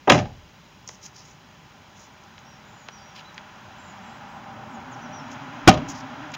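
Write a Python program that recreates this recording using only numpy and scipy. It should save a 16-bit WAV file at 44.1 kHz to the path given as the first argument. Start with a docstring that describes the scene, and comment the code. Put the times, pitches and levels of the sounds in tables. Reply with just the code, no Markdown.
"""The lot's low hum and the recorder's own steady hiss, as shaped noise, run throughout. The rear half door of
a pickup slams close to a microphone that overloads: seal, latch and frame contacts ring panel modes and clatter
of filtered noise. A person then moves with scuffs (swelling noise) and clicks (dispersed pulses), a far bird
whistles (gliding sines), and a vehicle nears on a road, its tyres shaped noise and its engine a rough drone that
climbs in pitch. The front door slams as the vehicle passes, and the last scuffs and clicks follow."""
import sys
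import numpy as np
from scipy import signal
from scipy.fft import rfft, irfft, next_fast_len
from scipy.io import wavfile

SR = 44100
rng = np.random.default_rng(int(sys.argv[2]) if len(sys.argv) > 2 else 0)


def materialize(psi):
    """Save the field psi as 16-bit PCM at rate SR to the path in sys.argv[1].

    A 1-D psi becomes a single channel; in a 2-D psi each row is a channel.
    """
    bounded = np.clip(np.atleast_2d(psi).T, -1, 1)
    quanta = np.round(bounded * 32767).astype(np.int16)
    wavfile.write(sys.argv[1], SR, quanta)


N = 280917
T = np.arange(N) / SR

# Low hum of the lot and the recorder's own steady hiss, relative spectrum: hz, level_db
BACKGROUND_SPECTRUM = [(25, -26), (45, -10), (70, -9.5), (140, -1.5), (260, -9.5), (430, -14), (800, -14),
                       (1300, -17.5), (3200, -16.5), (4400, -21), (6500, -23.5), (9000, -20.5),
                       (12000, -27), (15500, -18.5)]
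# Tyres on the road, relative spectrum: hz, level_db
TYRE_SPECTRUM = [(60, -36), (150, 1.5), (300, -5.5), (480, -11), (620, -0.5), (820, 3.5), (1100, -3),
                 (1400, -1.5), (2000, -9.5), (3200, -14.5), (4400, -24.5), (6500, -27), (10000, -42)]
# Spectral tilt of the tyre roar about 1 kHz: time_s, tilt_db_per_octave
TYRE_TILT = [(1.2, 0.5), (3, 2), (4.1, 1.7), (4.6, -1.1), (5.3, 0.8)]
# Resonances of the open cab, which colour the background and the vehicle: centre_hz, width_octaves, gain_db
CAB_RESONANCES = [(486, 0.093, -2.5), (609, 0.036, 6), (684, 0.13, -5), (774, 0.029, 3.5),
                  (1012, 0.046, 3.5)]
# Contacts of each door with its seal, latch, frame and trim: start_s, force_db, part
REAR_CONTACTS = [(.0735, -7.5, "seal"), (.0775, -4, "seal"), (.0955, -6, "latch"), (.0985, 7.5, "latch"),
                 (.1015, 4, "striker"), (.107, -2.5, "frame"), (.119, 0, "trim"), (.1448, -8.5, "trim"),
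                 (.15, -10, "skin"), (.188, -16.5, "trim"), (.2545, -31.5, "trim")]
FRONT_CONTACTS = [(5.6745, -0.5, "frame"), (5.6765, 4.5, "latch"), (5.6805, 4.5, "frame"),
                  (5.685, 1.5, "latch"), (5.692, -1, "latch"), (5.7135, -17.5, "trim"),
                  (5.7385, -19.5, "latch"), (5.749, -23, "frame"), (5.7745, -25.5, "trim")]
# How each part strikes: part, highpass_hz, lowpass_hz (hardness), panel_ring_db, tail_db
PART_STRIKES = [("seal", 315, 1060, 5.8, 10.4), ("latch", 1220, 7200, -16, -11),
                ("striker", 290, 2500, -2.5, -4.5), ("frame", 43, 2500, 0, -1.5),
                ("trim", 91, 5300, -1, 2.5), ("skin", 91, 880, 5, 5.2)]
# Panel modes of each door, before the force of a contact: pitch_hz, level_db, t60_s
REAR_PANEL_MODES = [(32.8, -21, 0.65), (97.3, -28, 0.4), (118.4, -21, 0.49), (143, -21, 0.34),
                    (234, -24, 0.22), (280, -33, 0.2), (376.7, -14.5, 0.12), (598.6, -14, 0.2),
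                    (740, -44, 0.32), (808, -28, 0.16), (990, -26, 0.18), (1243, -25, 0.13),
                    (1565, -34, 0.12), (1790, -32, 0.048), (2070, -31, 0.12), (2460, -36, 0.19),
                    (2810, -46, 0.12)]
FRONT_PANEL_MODES = [(52.4, -35, 0.22), (95, -11, 0.071), (138, -27, 0.39), (164, -14.5, 0.085),
                     (257, -15.5, 0.14), (310, -5.5, 0.047), (613, -20, 0.24), (716, -17, 0.085),
                     (1137, -14, 0.046), (1272, -18, 0.12), (1456, -18, 0.072), (1680, -42, 0.2),
                     (2350, -22, 0.083), (2800, -41, 0.13)]
# Dense clatter of latch, trim and glass, and its tail in the cab: hz, clatter_db, tail_db, tail_t60_s
REAR_CLATTER_BANDS = [(60.3, -9, -7, 0.78), (135, -1, 5.5, 0.31), (363, 14, -5, 0.28),
                      (479, 15.5, -11.5, 0.38), (735, 1, -1.5, 0.3), (1030, 7, -11, 0.21),
                      (1400, 6, -16, 0.26), (3240, 2, -19.5, 0.27), (4300, -6.5, -28.5, 0.38),
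                      (6100, -10.5, -12.5, 0.13), (14000, -10, -23, 0.24)]
FRONT_CLATTER_BANDS = [(60, -3, -8, 0.52), (153, 11, 7.5, 0.34), (317, 18.5, -4.5, 0.5),
                       (484, -6, -5.5, 0.36), (736, 7, 1, 0.23), (1410, 2.5, -17, 0.14),
                       (3040, 1, -13, 0.21), (4300, -3, -20, 0.28), (6500, -4, -23, .2),
                       (14000, -2, -30, .2)]
# Modes of the steel around each latch: pitch_hz, level_db, t60_s
REAR_LATCH_MODES = [(1004, -7.5, 0.1), (1655, -9, 0.046), (2720, -18, 0.11), (3304, 1.5, 0.025)]
FRONT_LATCH_MODES = [(768, 7.5, 0.041), (1030, -9, 0.044), (1236, -20, 0.19), (2460, -11, .04)]
# Scuffs of sleeve, shoe and door: start_s, length_s, rms_db, centre_hz
SCUFF_EVENTS = [(0.842, .16, -49, 6300), (0.998, .11, -43.5, 6100), (1.125, .12, -46, 5400),
                (1.188, 0.18, -53, 6400), (1.925, 0.18, -50, 6400), (3.143, 0.035, -40.5, 3340),
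                (3.166, 0.06, -42, 2950), (5.291, 0.063, -49, 6000), (5.87, 0.069, -35.5, 6470),
                (5.911, .12, -44, 5500), (6.332, 0.03, -33.5, 3000)]
# Small handling clicks: start_s, peak_db, centre_hz
CLICK_EVENTS = [(.877, -22, 6200), (.889, -22, 6340), (.891, -25.5, 700), (2.2375, -42, 6300),
                (2.3799, -34, 2780), (2.39, -37, 6300), (2.886, -26.5, 1260), (3.345, -36, 6300),
                (3.3789, -26, 2400), (6.319, -30.5, 6640), (6.342, -27.5, 6460)]
# The bird's notes, before their arch and waver: start_s, length_s, level_db, start_hz, end_hz
BIRD_NOTES = [(2.428, .16, -57, 5400, 5220), (2.622, 0.28, -58, 6970, 6350),
              (2.909, 0.095, -51, 5720, 5130), (2.97, 0.073, -56, 4520, 4480),
              (2.999, 0.13, -55.5, 5430, 5360), (3.234, 0.082, -52, 3760, 3630),
              (3.755, .19, -52.5, 7200, 6500), (4.006, .2, -52.5, 6950, 7250), (4.27, .13, -56, 7250, 7400),
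              (4.69, .085, -53, 7480, 6320), (4.907, .05, -50, 7350, 4970), (5.005, .08, -54, 5800, 5200),
              (5.115, 0.11, -46.5, 5560, 5200)]
# Microphone response: hz, gain_db
MICROPHONE_RESPONSE = [(20, -13), (40, 1.5), (6900, -1), (7700, -20.5), (11000, -24), (16000, -13.5)]
# Narrow dips of the microphone's port: centre_hz, width_octaves, gain_db
PORT_DIPS = [(3654, 0.013, -34), (4402, .022, -16.5), (8050, 0.014, -11)]

# The vehicle follows a straight road; the ground absorbs sound along the path to the lot
PASS_S, SPEED_M_PER_S, ROAD_M, GROUND_DB_PER_M = 5.774, 10.53, 13.8, 0.17
TYRES_DB = -39  # at the nearest point, before the tilt
# The engine revs up once and grows louder with its firing rate; its level is that at the nearest point
CRUISE_HZ, REVVED_HZ, REV_MIDDLE_S, REV_SPREAD_S = 99, 137.3, 4.78, 0.52
ENGINE_DB, ENGINE_DB_PER_OCTAVE = -50, 16.5
# Divided by the centre in Hz, these give a width in octaves, so all events are about equally wide in Hz
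SCUFF_WIDTH_OCTAVE_HZ, CLICK_WIDTH_OCTAVE_HZ = 1480, 1630
NOTE_ARCH = 0.074  # share by which pitch bows up in the middle of a note
# Fast pitch waver as a share: high notes turn buzzy
CLEAR_WAVER, BUZZ_WAVER, BUZZ_ABOVE_HZ, BUZZ_BLEND_HZ = .006, 0.0256, 6600, 250
WARBLE = 0.0072  # slower wobble of every note, as a share of its pitch
EDGE_HZ = 15800  # upper band limit of the microphone's output


def amp(db):
    """Logarithmic level: decibels to amplitude gain."""
    return 10 ** (np.asarray(db) / 20)


def evened(x):
    """Normalisation of power: scales to an rms of 1."""
    return x / np.sqrt(np.mean(x ** 2) + 1e-20)


def read(points, hz):
    """Spectral interpolation on a log-frequency axis."""
    f, value = np.transpose(points)
    return np.interp(np.log(hz + 1), np.log(f + 1), value)


def step(x):
    """Sigmoid transition: a smooth step from 0 to 1 around x = 0."""
    return .5 + .5 * np.tanh(x / 2)


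def add(mix, s, sound):
    """Superposition: mixes a sound in at time s."""
    part = mix[max(round(s * SR), 0):][:len(sound)]
    part += sound[:len(part)]


def shaped(x, gain):
    """Linear filtering: multiplies the spectrum of x by a gain that is a function of frequency."""
    size = next_fast_len(len(x))
    f = np.fft.rfftfreq(size, 1 / SR)
    return irfft(rfft(x, size) * gain(f), size)[:len(x)]


def hump(f, hz, octaves):
    """Broad resonance: a bell on a log-frequency axis."""
    return np.exp(-.5 * (np.log2((f + 1) / hz) / octaves) ** 2)


def coloured(x, peaks):
    """Resonant coloration: passes x through a few resonances and dips."""
    return shaped(x, lambda f: amp(sum(db * hump(f, hz, octaves) for hz, octaves, db in peaks)))


def wander(rate_hz):
    """Low-passed random fluctuation of rms 1."""
    return evened(shaped(rng.standard_normal(N), lambda f: np.exp(-(f / rate_hz) ** 2)))


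def background(level_db=-49.5):
    """Stationary noise: the lot's low hum and the recorder's own steady hiss."""
    hum_and_hiss = shaped(rng.standard_normal(N), lambda f: amp(read(BACKGROUND_SPECTRUM, f)))
    return amp(level_db) * evened(hum_and_hiss)


def tyre_roar(gust_db=0.45):
    """Broadband rolling noise: a rough spectrum whose tilt drifts and whose bands flutter separately."""
    tilt_db = np.interp(T, *np.transpose(TYRE_TILT))
    roar = evened(shaped(rng.standard_normal(N), lambda f: amp(read(TYRE_SPECTRUM, f))))
    octaves = np.arange(-3, 4, 2)  # band centres, in octaves from 1 kHz
    out = np.zeros(N)
    for octave, one in zip(octaves, np.eye(len(octaves))):
        band = shaped(roar, lambda f: read(np.c_[1000 * 2. ** octaves, one], f))
        out += band * amp(TYRES_DB + tilt_db * octave + gust_db * wander(rate_hz=26.0))
    return out


def engine_drone(waver=0.04245, low_order_db=-5, drone_width_hz=32):
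    """Harmonic radiation: narrow noise around the firing rate and its double climbs with the revs."""
    hz = CRUISE_HZ + (REVVED_HZ - CRUISE_HZ) * step((T - REV_MIDDLE_S) / REV_SPREAD_S)
    engine_db = ENGINE_DB + ENGINE_DB_PER_OCTAVE * np.log2(hz / CRUISE_HZ)
    uneven_hz = hz * (1 + waver * wander(rate_hz=15.26))
    turn = np.exp(2j * np.pi * np.cumsum(uneven_hz) / SR)
    out = np.zeros(N)
    for order, db in enumerate([low_order_db, 0], 1):
        flutter = wander(drone_width_hz) + 1j * wander(drone_width_hz)
        out += amp(engine_db + db) * evened((flutter * turn ** order).real)
    return out


def vehicle():
    """Spherical spreading and ground absorption: tyres and engine swell as distance shrinks."""
    metres = np.hypot(ROAD_M, SPEED_M_PER_S * (T - PASS_S))
    nearness = ROAD_M / metres * amp(-GROUND_DB_PER_M * (metres - ROAD_M))
    return nearness * (tyre_roar() + engine_drone())


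def door(blows, modes, clatter, clatter_t60, swell_cycles, lag_cycles, valley_db, mode_octaves):
    """Modal excitation: each contact rings the panels and sets off clatter that dies away in the cab."""
    t = T[:SR * 4 // 5]
    ring = np.zeros(len(t))
    for hz, db, t60 in modes:
        # large slow panels need longer to reach their full swing
        swell = 1 - np.exp(-t * hz / swell_cycles)
        ring += amp(db - 60 * t / t60) * swell * np.sin(2 * np.pi * hz * t)
    hz, burst_db, cab_db, cab_t60 = np.transpose(clatter)[:, :, None]
    f = np.fft.rfftfreq(len(t), 1 / SR)
    # the clatter radiates through the panels, so it is weak between their lower modes
    near_mode = np.max([hump(f, mode[0], mode_octaves) for mode in modes], axis=0)
    radiation = amp(valley_db * (1 - near_mode) * hump(f, 780, 1.35))
    bands = radiation * np.array([read(np.c_[hz, one], f) for one in np.eye(len(hz))])
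    # bending waves carry the treble through the steel sooner than the bass
    rise = 1 - np.exp(-t * hz / lag_cycles)
    burst = rise * amp(burst_db - 60 * t / clatter_t60)
    tail = rise * amp(cab_db - 60 * t / cab_t60)
    out = np.zeros(N)
    for s, force_db, part in blows:
        low_hz, top_hz, ring_db, tail_db = next(row[1:] for row in PART_STRIKES if row[0] == part)
        grains = irfft(rfft(rng.choice([-1., 1.], len(t))) * bands, len(t))
        rattling = (grains * (burst + amp(tail_db) * tail)).sum(0)
        sound = rattling + amp(ring_db) * ring
        # light parts cannot move the big panels; rubber cannot excite the treble
        sound = signal.lfilter(*signal.butter(2, low_hz, "high", fs=SR), sound)
        sound = signal.lfilter(*signal.butter(2, min(top_hz, SR / 3), fs=SR), sound)
        add(out, s, amp(force_db) * sound)
    return out


def latch(home_s, modes, rise_s=0.0023):
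    """Damped free vibration: the latch snaps home and the steel around it rings briefly."""
    out, t = np.zeros(N), T[:SR // 3]
    ring = sum(amp(db - 60 * t / t60) * np.sin(2 * np.pi * hz * t) for hz, db, t60 in modes)
    add(out, home_s, (1 - np.exp(-t / rise_s)) * ring)
    return out


def rattle(start_s, first_db, fade_db_per_s, gap_s, count, jitter=.15):
    """Repeated impact with energy loss: loose trim and glass chatter unevenly, ever weaker."""
    delays = gap_s * (np.arange(count) + jitter * rng.uniform(-1, 1, count))
    return [(start_s + delay, first_db - fade_db_per_s * delay, "trim") for delay in delays]


def scuffs(grain_db=2.5):
    """Sliding friction: swells of uneven fine grains, with a weak broad skirt around the main hiss."""
    out, grip = np.zeros(N), amp(grain_db * wander(rate_hz=95))
    for s, length, db, hz in SCUFF_EVENTS:
        noise = rng.standard_normal(int(length * SR))
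        width = SCUFF_WIDTH_OCTAVE_HZ / hz
        hiss = evened(shaped(noise, lambda f: hump(f, hz, width) + 0.37 * hump(f, hz, 2.1)))
        add(out, s, amp(db) * hiss * signal.windows.tukey(len(hiss), .9))
    return out * evened(grip)


def clicks(spread_s=0.0042, spread_hz=2200, tail_db=-27, tail_t60=0.044):
    """Dispersion: sharp ticks whose bass arrives a few milliseconds after their treble."""
    out, t = np.zeros(N), T[:4096]
    f = np.fft.rfftfreq(len(t), 1 / SR)
    lead = 128 / SR  # room for the onset ahead of the tick
    delay = lead + spread_s * np.exp(-f / spread_hz)
    phase = -2 * np.pi * np.cumsum(delay) * f[1]
    for s, db, hz in CLICK_EVENTS:
        tick = irfft(hump(f, hz, CLICK_WIDTH_OCTAVE_HZ / hz) * np.exp(1j * phase))
        tail = rng.standard_normal(len(t)) * amp(tail_db - 60 * t / tail_t60)
        tick = tick + signal.fftconvolve(tick, tail)[:len(t)]
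        add(out, s - lead, amp(db) * tick / abs(tick).max())
    return out


def bird(echo_db=-38, echo_t60=.45):
    """Frequency modulation: arched whistles, clear when low and buzzy when high, with faint echoes."""
    out, unsteady, wobble = np.zeros(N), wander(rate_hz=173), wander(rate_hz=36)
    for s, length, db, start_hz, end_hz in BIRD_NOTES:
        u = np.linspace(0, 1, int(length * SR))
        glide_hz = start_hz + (end_hz - start_hz) * u
        hz = glide_hz * (1 + NOTE_ARCH * np.sin(np.pi * u))
        waver = CLEAR_WAVER + (BUZZ_WAVER - CLEAR_WAVER) * step((hz - BUZZ_ABOVE_HZ) / BUZZ_BLEND_HZ)
        now = slice(int(s * SR), int(s * SR) + len(u))
        hz = hz * (1 + waver * unsteady[now] + WARBLE * wobble[now])
        whistle = np.sin(2 * np.pi * np.cumsum(hz) / SR)
        add(out, s, amp(db) * signal.windows.tukey(len(u), .5) * whistle)
    # diffuse reflections from around the lot
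    fade = amp(-60 * T[:SR // 2] / echo_t60)
    echoes = rng.standard_normal(SR // 2) * amp(echo_db) * fade
    return out + signal.fftconvolve(out, echoes)[:N]


def tread(peak_s=4.6, spread_s=0.37, level_db=-48, centre_hz=800, octaves=0.064):
    """Narrow-band tread noise: the tyres' song swells and fades once during the approach."""
    song = evened(shaped(rng.standard_normal(N), lambda f: hump(f, centre_hz, octaves)))
    return amp(level_db) * np.exp(-.5 * ((T - peak_s) / spread_s) ** 2) * song


def scene():
    """Superposition of the background, both doors, the person's movements, the bird and the vehicle."""
    surroundings = coloured(background() + vehicle() + tread(), CAB_RESONANCES) + bird()
    rear_blows = REAR_CONTACTS + rattle(start_s=.112, first_db=-8.5, fade_db_per_s=145, gap_s=.021, count=5)
    front_blows = FRONT_CONTACTS + rattle(start_s=5.699, first_db=-16.5, fade_db_per_s=175, gap_s=.024, count=3)
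    rear = door(rear_blows, REAR_PANEL_MODES, REAR_CLATTER_BANDS, clatter_t60=0.027,
                swell_cycles=2.7, lag_cycles=1.5, valley_db=-6, mode_octaves=0.083)
    front = door(front_blows, FRONT_PANEL_MODES, FRONT_CLATTER_BANDS, clatter_t60=0.04,
                 swell_cycles=0.2, lag_cycles=0.51, valley_db=-7, mode_octaves=0.12)
    latches = latch(.099, REAR_LATCH_MODES) + latch(5.6865, FRONT_LATCH_MODES)
    return (rear + front + latches + scuffs() + clicks() + surroundings)[None]


def record(dry):
    """Transducer response and saturation: microphone colour, hard clipping, then the band limit."""
    padded = np.pad(dry[0], (0, SR // 10))  # keeps the filter from wrapping the end onto the start
    heard = shaped(padded, lambda f: amp(read(MICROPHONE_RESPONSE, f)))[:N]
    clipped = np.clip(coloured(heard, PORT_DIPS), -1, 1)
    band_limit = signal.firwin(511, EDGE_HZ, window=("kaiser", 9), fs=SR)
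    return signal.oaconvolve(clipped, band_limit, "same")[None]


dry = scene()
out = record(dry)
materialize(out)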